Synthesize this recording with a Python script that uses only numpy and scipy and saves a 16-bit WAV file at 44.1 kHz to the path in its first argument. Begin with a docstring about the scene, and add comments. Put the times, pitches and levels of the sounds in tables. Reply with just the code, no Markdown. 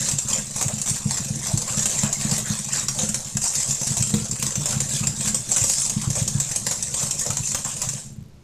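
"""A wire whisk beats thick batter in a hand-held steel bowl, with three to four pushes a second.
Stick-slip friction makes the wires scrape over the steel; they also graze it and slap against it.
The batter squelches as air pockets and larger hollows ring, and the bowl rumbles as it is nudged.
The loaded bowl bumps dully on a kitchen counter, over faint room air.
At the end the whisk is lifted out, and its scraping and squelching fade quickly."""
import sys
import numpy as np
from scipy import signal
from scipy.fft import rfft, irfft
from scipy.io import wavfile
from scipy.ndimage import uniform_filter1d, map_coordinates

SR = 44100
rng = np.random.default_rng(int(sys.argv[2]) if len(sys.argv) > 2 else 0)


def output_pcm(signal):
    """Save a mono or channel-first signal as 16-bit PCM at the path in sys.argv[1].

    Samples are clipped to [-1, 1] before scaling.
    """
    pcm = np.clip(np.atleast_2d(signal).T, -1, 1) * 32767
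    wavfile.write(sys.argv[1], SR, np.round(pcm).astype(np.int16))


N = 371763
TIME = np.arange(N) / SR


def from_db(db):
    """Decibel law: level to amplitude gain."""
    return 10 ** (np.asarray(db) / 20)


def rms_one(x):
    """Normalisation: scale a sound to unit mean power."""
    return x / np.sqrt(np.mean(x ** 2) + 1e-20)


def through(x, response):
    """Linear filtering: convolve a sound with an impulse response."""
    return signal.fftconvolve(x, response)[:len(x)]


def response_of(spectrum, size=8192):
    """Minimum phase: the folded cepstrum of a spectrum gives a causal response, here of unit energy."""
    hz, db = np.transpose(spectrum)
    grid = np.maximum(np.fft.rfftfreq(size, 1 / SR), 1)
    level_db = np.interp(np.log(grid), np.log(hz), db)
    cepstrum = irfft(np.log(from_db(level_db)))
    cepstrum[1:size // 2] *= 2
    cepstrum[size // 2 + 1:] = 0
    response = irfft(np.exp(rfft(cepstrum)))
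    return response / np.linalg.norm(response)


def drift(rate):
    """Random modulation: straight lines join normal random values drawn rate times a second."""
    knots = rng.standard_normal(20000)
    return np.interp(TIME * rate, np.arange(len(knots)), knots)


def resonance(x, hz, t60):
    """Damped oscillator: one mode with about unit gain at its peak, falling 60 dB in t60 seconds."""
    r = from_db(-60 / (t60 * SR))
    feed = np.array([1, 0, -1]) * (1 - r * r) / 2
    feedback = [1, -2 * r * np.cos(2 * np.pi * hz / SR), r * r]
    return signal.lfilter(feed, feedback, x + 1e-18)


def clicks(per_s, spread_db):
    """Poisson-like impacts: impulses at random times, of uneven size and either sign."""
    spread = spread_db * np.clip(rng.standard_normal(N), -2, 2)
    sizes = from_db(spread) * rng.choice([-1, 1], N)
    return sizes * (rng.random(N) < per_s / SR)


def steady(x, span_s):
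    """Power normalisation: hold the running power near 1 over a span, keeping the finer grain."""
    power = uniform_filter1d(x ** 2, max(int(span_s * SR), 2))
    return x / np.sqrt(np.maximum(power, 0) + 1e-3 * np.mean(x ** 2))


def wandering(x, depth_db, rate, width_hz, size=256):
    """Shifting resonance: a random gain field recolours the spectrum; each frame keeps its energy."""
    hz, s, spectra = signal.stft(x, SR, nperseg=size)
    place = np.meshgrid(hz / width_hz, s * rate, indexing="ij")
    field = map_coordinates(rng.standard_normal((200, 1500)), place, order=1, mode="mirror")
    coloured = spectra * from_db(depth_db * field)
    coloured *= np.linalg.norm(spectra, axis=0) / (np.linalg.norm(coloured, axis=0) + 1e-20)
    return signal.istft(coloured, SR, nperseg=size)[1][:N]


# the whisk pushes through the batter; levels are before the pressure changes and the layer trims
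# columns: start_s, length_s, wire_level_db, batter_level_db
STROKES = [(0, 0.1, -22.5, -33), (0.309, 0.047, -20.5, -31.5), (0.583, 0.035, -21, -31.5),
           (0.875, 0.031, -21.5, -35), (1.09, 0.084, -24.5, -35.5), (1.44, 0.094, -25, -34.5),
           (1.679, 0.24, -25, -35), (1.946, 0.21, -26, -35), (2.21, 0.16, -24.0, -33),
           (2.476, 0.057, -24.5, -32.5), (2.731, 0.057, -23.5, -31), (2.993, 0.035, -20.5, -31.5),
           (3.445, 0.039, -17.5, -50), (3.545, 0.17, -24, -43.0), (3.811, 0.3, -24.5, -44),
           (4.401, 0.11, -26, -36), (4.658, 0.098, -26.5, -33), (4.91, 0.087, -24.5, -34.5),
           (5.2, 0.084, -21.5, -34.5), (5.52, 0.23, -21.5, -44), (5.686, 0.16, -20.5, -45.0),
           (6.04, 0.0, -24.5, -34.5), (6.165, 0.03, -21.5, -35), (6.332, 0.21, -28, -39),
           (6.673, 0.064, -23, -42), (6.93, 0.11, -24.0, -37.0), (7.192, 0.1, -25, -46),
           (7.455, 0.058, -22, -44), (7.659, 0.037, -26, -39.5), (7.822, 0.013, -27.5, -34.5)]


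def beating(attack_s=0.033, release_s=0.042, drag_wires_db=-28.5, drag_batter_db=-39.5):
    """Driving force, as wire and batter levels in dB: pushes swell, hold and fall to a waning drag."""
    wires, batter, idle_s = 0, 0, TIME
    for s, length_s, wire_db, batter_db in STROKES:
        after_s = np.maximum(TIME - s - length_s, 0)
        away = np.maximum((s - TIME) / attack_s, after_s / release_s)
        push = np.exp(-np.minimum(away, 20))
        wires = np.maximum(wires, from_db(wire_db) * push)
        batter = np.maximum(batter, from_db(batter_db) * push)
        idle_s = np.where(TIME >= s, after_s, idle_s)
    sag_db = 19.5 * idle_s  # the drag between pushes weakens by 19.5 dB per second
    # the hand's pressure is never quite even
    uneven_db = 1.43 * drift(24)
    # at the end the whisk is lifted out: levels fade by 146 dB per second from 7.984 s
    lift_db = 146 * np.maximum(TIME - 7.984, 0)
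    pressure_db = uneven_db - clearance() - lift_db
    wire_level = np.maximum(20 * np.log10(wires), drag_wires_db - sag_db) + pressure_db
    batter_level = np.maximum(20 * np.log10(batter), drag_batter_db - sag_db) + pressure_db
    return wire_level, batter_level


# ring of the wires on steel, relative levels per Hz; columns: pitch_hz, level_db
WIRE_SPECTRUM = [(500, -31), (2000, -26), (3300, -25), (4600, -13.5), (5600, -7), (6600, -2), (7600, 2),
                 (8200, -1.5), (8700, -9), (10000, -15), (11500, -22.5), (14300, -34.5)]


def scrape(level_db, slips_per_s=500, slip_s=0.0036, slip_spread_db=5.0, grip_db=9.5, hiss=0.75):
    """Stick-slip friction: each slip of a wire is a brief noise burst that sets the wires ringing."""
    fade = np.exp(-1 / (slip_s * SR))
    releases = np.abs(clicks(slips_per_s, slip_spread_db)) + 1e-18
    slips = rms_one(signal.lfilter([1], [1, -fade], releases))
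    grip = from_db(grip_db * np.clip(drift(130), -1.3, 1.3))
    friction = (slips + hiss) * grip * rng.standard_normal(N)
    return through(steady(friction, 0.0079) * from_db(level_db), response_of(WIRE_SPECTRUM))


# wet batter in the bowl, relative levels per Hz; columns: pitch_hz, level_db
BATTER_SPECTRUM = [(200, 4), (380, -10), (520, 2.5), (750, -2.5), (1100, -1), (1400, -7.5), (1800, -4.5),
                   (2300, -5.5), (2520, -1.5), (2900, -5), (3800, -1), (6000, -4.5), (14000, -12)]


def squelch(level_db, pops_per_s=1100, cycles=26.7, clump_db=1.5, crackle_db=0.5, count=30):
    """Cavity resonance: bursting air pockets ring at their own pitches amid sticky crackle."""
    tearing = from_db(clump_db * drift(70))
    pops = clicks(pops_per_s, 2.35) * tearing
    dealt = rng.integers(0, count, N)  # which pocket each pop excites
    pitches = np.geomspace(380, 4200, count)
    pockets = sum(resonance(pops * (dealt == k), hz, cycles / hz) for k, hz in enumerate(pitches))
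    crackle = clicks(3500, 11.0) * tearing
    mixture = rms_one(pockets) + from_db(crackle_db) * rms_one(crackle)
    wet = through(mixture, response_of(BATTER_SPECTRUM))
    coloured = wandering(wet, depth_db=5.5, rate=25, width_hz=269, size=512)
    return steady(coloured, 0.23) * from_db(level_db)


def grazes(level_db, per_s=32, spread_db=5.0, fade_s=0.0021, ring_db=-6.5, body_db=-18.0):
    """Cushioned impact: between slaps, single wires tick on the wall through a film of batter."""
    t = TIME[:SR // 20] / fade_s
    touches = through(np.abs(clicks(per_s, spread_db)), t * np.exp(1 - t))
    ticks = rms_one(np.tanh(touches)) * rng.choice([-1, 1], N) * from_db(level_db)
    ring = from_db(ring_db) * through(ticks, response_of(WIRE_SPECTRUM))
    body = from_db(body_db) * through(ticks, response_of(BATTER_SPECTRUM))
    return ring + body


# colour of the rocking bowl, relative levels per Hz; columns: pitch_hz, level_db
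RUMBLE_SPECTRUM = [(20, -23), (44, -11), (66, -8.5), (100, -6.5), (138, 8), (175, -7.5), (212, 2.5),
                   (260, -17), (340, -17.5), (420, -20.5), (900, -41)]
# the bowl rocks in the hand; levels are before the rumble trim; columns: time_s, level_db
ROCKING = [(0.0, -37.5), (1.03, -43.5), (1.2, -36.5), (1.57, -39), (2.37, -37), (2.6, -39.5), (3.05, -36.5),
           (3.45, -48), (3.69, -36), (3.87, -34.5), (5.3, -35), (5.66, -45.5), (6.2, -35.5), (6.74, -42),
           (7.39, -41), (8.15, -43.5), (8.31, -51.5), (8.43, -63)]


def rumble(trim_db=2.5, nudges_per_s=55, spread_db=1.0, even_s=0.16):
    """Random excitation of low modes: the dragged whisk keeps nudging the bowl."""
    s, rocking_db = np.transpose(ROCKING)
    level_db = np.interp(TIME, s, rocking_db) + trim_db
    nudges = through(clicks(nudges_per_s, spread_db), response_of(RUMBLE_SPECTRUM))
    return steady(nudges, even_s) * from_db(level_db)


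# quiet kitchen, relative levels per Hz; columns: pitch_hz, level_db
AIR_SPECTRUM = [(25, 4), (44, -14.5), (70, 1), (140, -4), (400, -18), (1500, -30), (7000, -33.5),
                (14000, -49)]


def room_air(level_db=-47):
    """Broadband background: filtered noise at a steady level."""
    return from_db(level_db) * through(rng.standard_normal(N), response_of(AIR_SPECTRUM))


# low modes of bowl and counter, before the ring trim; columns: pitch_hz, level_db, t60_s
BOWL_MODES = [(44, 8.5, 0.28), (109, 1.5, 0.12), (139.6, 3, 0.21), (167.5, -2, 0.51), (211.9, 8.5, 0.19),
              (328.4, 16, 0.16), (466.5, 18, 0.25)]
# bowl bumps the counter, timed at the middle of the swing; columns: time_s, drive_level_db, pitch_hz
BUMPS = [(0.012, -27, 167), (0.139, -23.5, 146), (0.387, -28, 167), (0.563, -28, 159), (0.664, -21, 130),
         (0.739, -23.5, 160), (0.915, -22, 144), (1.062, -15.5, 155), (1.205, -27.5, 166), (1.31, -20, 150),
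         (1.369, -27.5, 194), (1.543, -15, 135), (1.779, -21, 156), (2.04, -17.5, 171), (2.254, -20, 183),
         (2.325, -18.5, 158), (2.508, -19, 164), (3.036, -21.5, 172), (3.098, -22, 168), (3.358, -21, 156),
         (3.915, -26.5, 136), (4.012, -17.5, 135), (4.143, -12.5, 179), (4.582, -22, 147), (4.77, -21, 145),
         (5.014, -21, 144), (5.078, -24, 152), (5.275, -24, 145), (5.623, -23, 106), (5.97, -16.5, 163),
         (6.078, -17.5, 126), (6.108, -24, 140), (6.222, -18, 132), (6.356, -16.5, 135), (7.038, -28, 139),
         (7.304, -23.5, 136), (7.406, -25.5, 125), (7.876, -26.5, 132.5), (7.955, -31, 151),
         (8.187, -30.5, 139), (8.223, -35.5, 136)]


def bumps(swing_cycles=0.49, ring_db=3.5, edge_db=-2.0, push_db=-28.0):
    """Damped impact: each bump is one short swing plus a slow push, and drives the low modes."""
    swings = np.zeros(N)
    for s, drive_db, hz in BUMPS:
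        near = np.abs(TIME - s) < .04
        turns = (TIME[near] - s) * hz
        contact = from_db(drive_db) * np.exp(-.5 * (turns / swing_cycles) ** 2)
        push = from_db(push_db) * turns / swing_cycles
        swings[near] -= contact * (np.sin(2 * np.pi * turns) + push)
    # harder bumps make a rougher contact, which reaches the other modes
    force = swings + from_db(edge_db) * swings ** 2 * drift(1100)
    rings = sum(from_db(db) * resonance(force, hz, t60) for hz, db, t60 in BOWL_MODES)
    return force + from_db(ring_db) * rings


def clearance(clear_s=0.039, clear_db=3.5):
    """Loss of contact, in dB: it grows as the wires spring clear before a slap and ends as they land."""
    loss_db = np.zeros(N)
    for s, _, _ in SLAPS:
        free = (TIME > s - clear_s) & (TIME < s)
        loss_db[free] = clear_db * (1 - (s - TIME[free]) / clear_s)
    return loss_db


# wires slap the bowl hard; levels drive the ring and body, before their trims
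# columns: start_s, drive_level_db, body_level_db (relative to the drive)
SLAPS = [(0.185, -11.5, -21), (0.332, -13, -14.5), (0.611, -16, -9), (0.681, -16.5, -13),
         (0.8147, -14, -20), (0.859, -25, -8), (0.897, -11.5, -26), (1.108, -13, -23), (1.574, -11, -44),
         (1.771, -15, -29), (1.856, -10.5, -14), (1.894, -17.5, -17.5), (2.0327, -14.5, -13),
         (2.127, -11, -16.5), (2.211, -22.5, -9), (2.311, -19, -18), (2.38, -17, -6), (2.8832, -13, -11),
         (2.988, -23, -7), (3.089, -14.5, -16.5), (3.1431, -11, -24), (3.369, -12.5, -19.5),
         (3.417, -19, -10.5), (3.552, -12.5, -38), (3.745, -16, -21), (3.813, -21.5, -7.5),
         (3.968, -13.5, -13.5), (4.024, -8.5, -24), (4.139, -16.5, -7.5), (4.311, -15.5, -25),
         (4.4252, -12, -12), (4.465, -13.5, -17), (4.555, -15.5, -12), (4.657, -13, -15),
         (4.8026, -10, -16.5), (5.036, -18, -13), (5.0696, -9.5, -15), (5.208, -17, -14.5),
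         (5.3445, -8.5, -17.5), (5.5158, -9.5, -29), (5.562, -11.5, -21), (5.85, -14, -30),
         (5.896, -13.5, -20), (6.101, -16.5, -15), (6.153, -16.5, -18), (6.277, -11.5, -17),
         (6.4, -12, -15), (6.5594, -10.5, -22), (6.666, -18, -7.5), (6.71, -16, -11), (6.825, -11.5, -33),
         (6.94, -19, -11), (7.109, -9.5, -25), (7.262, -16, -19), (7.303, -15.5, -12),
         (7.369, -13.5, -16.5), (7.546, -14.5, -8), (7.647, -16, -11.5), (7.7662, -20.5, -18),
         (7.817, -13, -19), (7.888, -13.5, -17.5)]


def slaps(ring_db=1.5, body_db=7.0, rattle_s=0.01455, contact_s=0.0019, falloff_db=10.0,
          count=7, size=3000):
    """Multiple impact: wires land in quick succession, ringing and shaking the loaded bowl."""
    wires, body, t = np.zeros(N + size), np.zeros(N + size), TIME[:size]
    order = np.arange(count) / count
    for s, drive_db, body_rel_db in SLAPS:
        # the first wire lands on time, the others at random within rattle_s
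        scatter = rng.random(count) * (order > 0) / count
        landings = rattle_s * (order + scatter) ** 2
        age = t - landings[:, None]
        decay = (age >= 0) * np.exp(-np.abs(age) / contact_s)
        onset = np.tanh(2 * age / contact_s)
        contacts = decay * onset * from_db(-falloff_db * order)[:, None]
        envelope = np.tanh(np.linalg.norm(contacts, axis=0))
        burst = envelope * rng.choice([-1, 1], size) * from_db(drive_db)
        start = int(s * SR)
        wires[start:start + size] += burst
        body[start:start + size] += burst * from_db(body_rel_db)
    ring = from_db(ring_db) * through(wires[:N], response_of(WIRE_SPECTRUM))
    thud = from_db(body_db) * through(body[:N], response_of(BATTER_SPECTRUM))
    return ring + thud


# large hollows open behind the whisk, timed at the strongest tearing; levels are before the gulp trim
# columns: time_s, level_db, pitch_hz
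GULPS = [(0.369, -32.5, 575), (0.698, -32, 620), (1.507, -32.5, 696), (1.687, -31.5, 1040),
         (2.05, -36, 1070), (2.065, -38, 1540), (2.09, -35, 613), (2.32, -37, 790), (2.47, -33, 1620),
         (3.033, -34, 496), (3.463, -34, 930), (4.146, -31, 450), (5.528, -32, 710), (6.051, -36, 1060),
         (5.039, -36, 1150), (5.268, -41, 1660), (6.171, -30, 553), (7.019, -35, 522), (7.268, -29.5, 555),
         (7.308, -41, 826), (7.673, -30.5, 960)]


def gulps(trim_db=5.0, width_s=.013, cycles=13):
    """Cavity resonance: batter tears open over a hollow, giving the crackle a short, throaty ring."""
    out, crackle = np.zeros(N), clicks(2000, 2.3)
    for s, db, hz in GULPS:
        near = np.abs(TIME - s) < .06
        tear = crackle[near] * np.exp(-.5 * ((TIME[near] - s) / width_s) ** 2)
        ring = resonance(tear, hz, cycles / hz)
        out[near] += from_db(db + trim_db) * ring / np.abs(ring).max()
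    return out


def kitchen(x, t60=0.29, wet_db=-5.0, first_echo_s=.003, count=8):
    """Diffuse reverberation: decaying noise tails, mixed anew as the contacts move about the bowl."""
    t, wet = TIME[:SR // 2], 0
    places = np.array([drift(70) for _ in range(count)])
    for share in places / np.linalg.norm(places, axis=0):
        tail = rng.standard_normal(len(t)) * from_db(-60 * t / t60) * (t > first_echo_s)
        wet = wet + through(x * share, tail / np.linalg.norm(tail))
    return x + from_db(wet_db) * wet


def scene(scrape_db=-3.0, squelch_db=-3.0):
    """Superposition: wires and batter ring in the kitchen; bowl and air are added directly."""
    wire_level, batter_level = beating()
    contacts = scrape(wire_level + scrape_db) + grazes(wire_level) + slaps()
    # the wires bend and their contact points slide, so their colour never stays put
    wires = wandering(contacts, depth_db=5.0, rate=55, width_hz=440.0)
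    batter = squelch(batter_level + squelch_db) + gulps()
    bowl = bumps() + rumble()
    return (kitchen(wires + batter) + bowl + room_air())[None]


def record(dry, top=0.45, dip_hz=7950, cutoff_hz=14350):
    """Saturation and filtering: the highest peaks are rounded, the treble dips narrowly, the top is cut."""
    rounded = dry / (1 + (dry / top) ** 4) ** (1 / 4)
    dipped = signal.lfilter(*signal.iirnotch(dip_hz, 70, fs=SR), rounded)
    lowpass = signal.ellip(10, .3, 70, cutoff_hz, fs=SR, output="sos")
    return signal.sosfilt(lowpass, dipped)


dry = scene()
out = record(dry)
output_pcm(out)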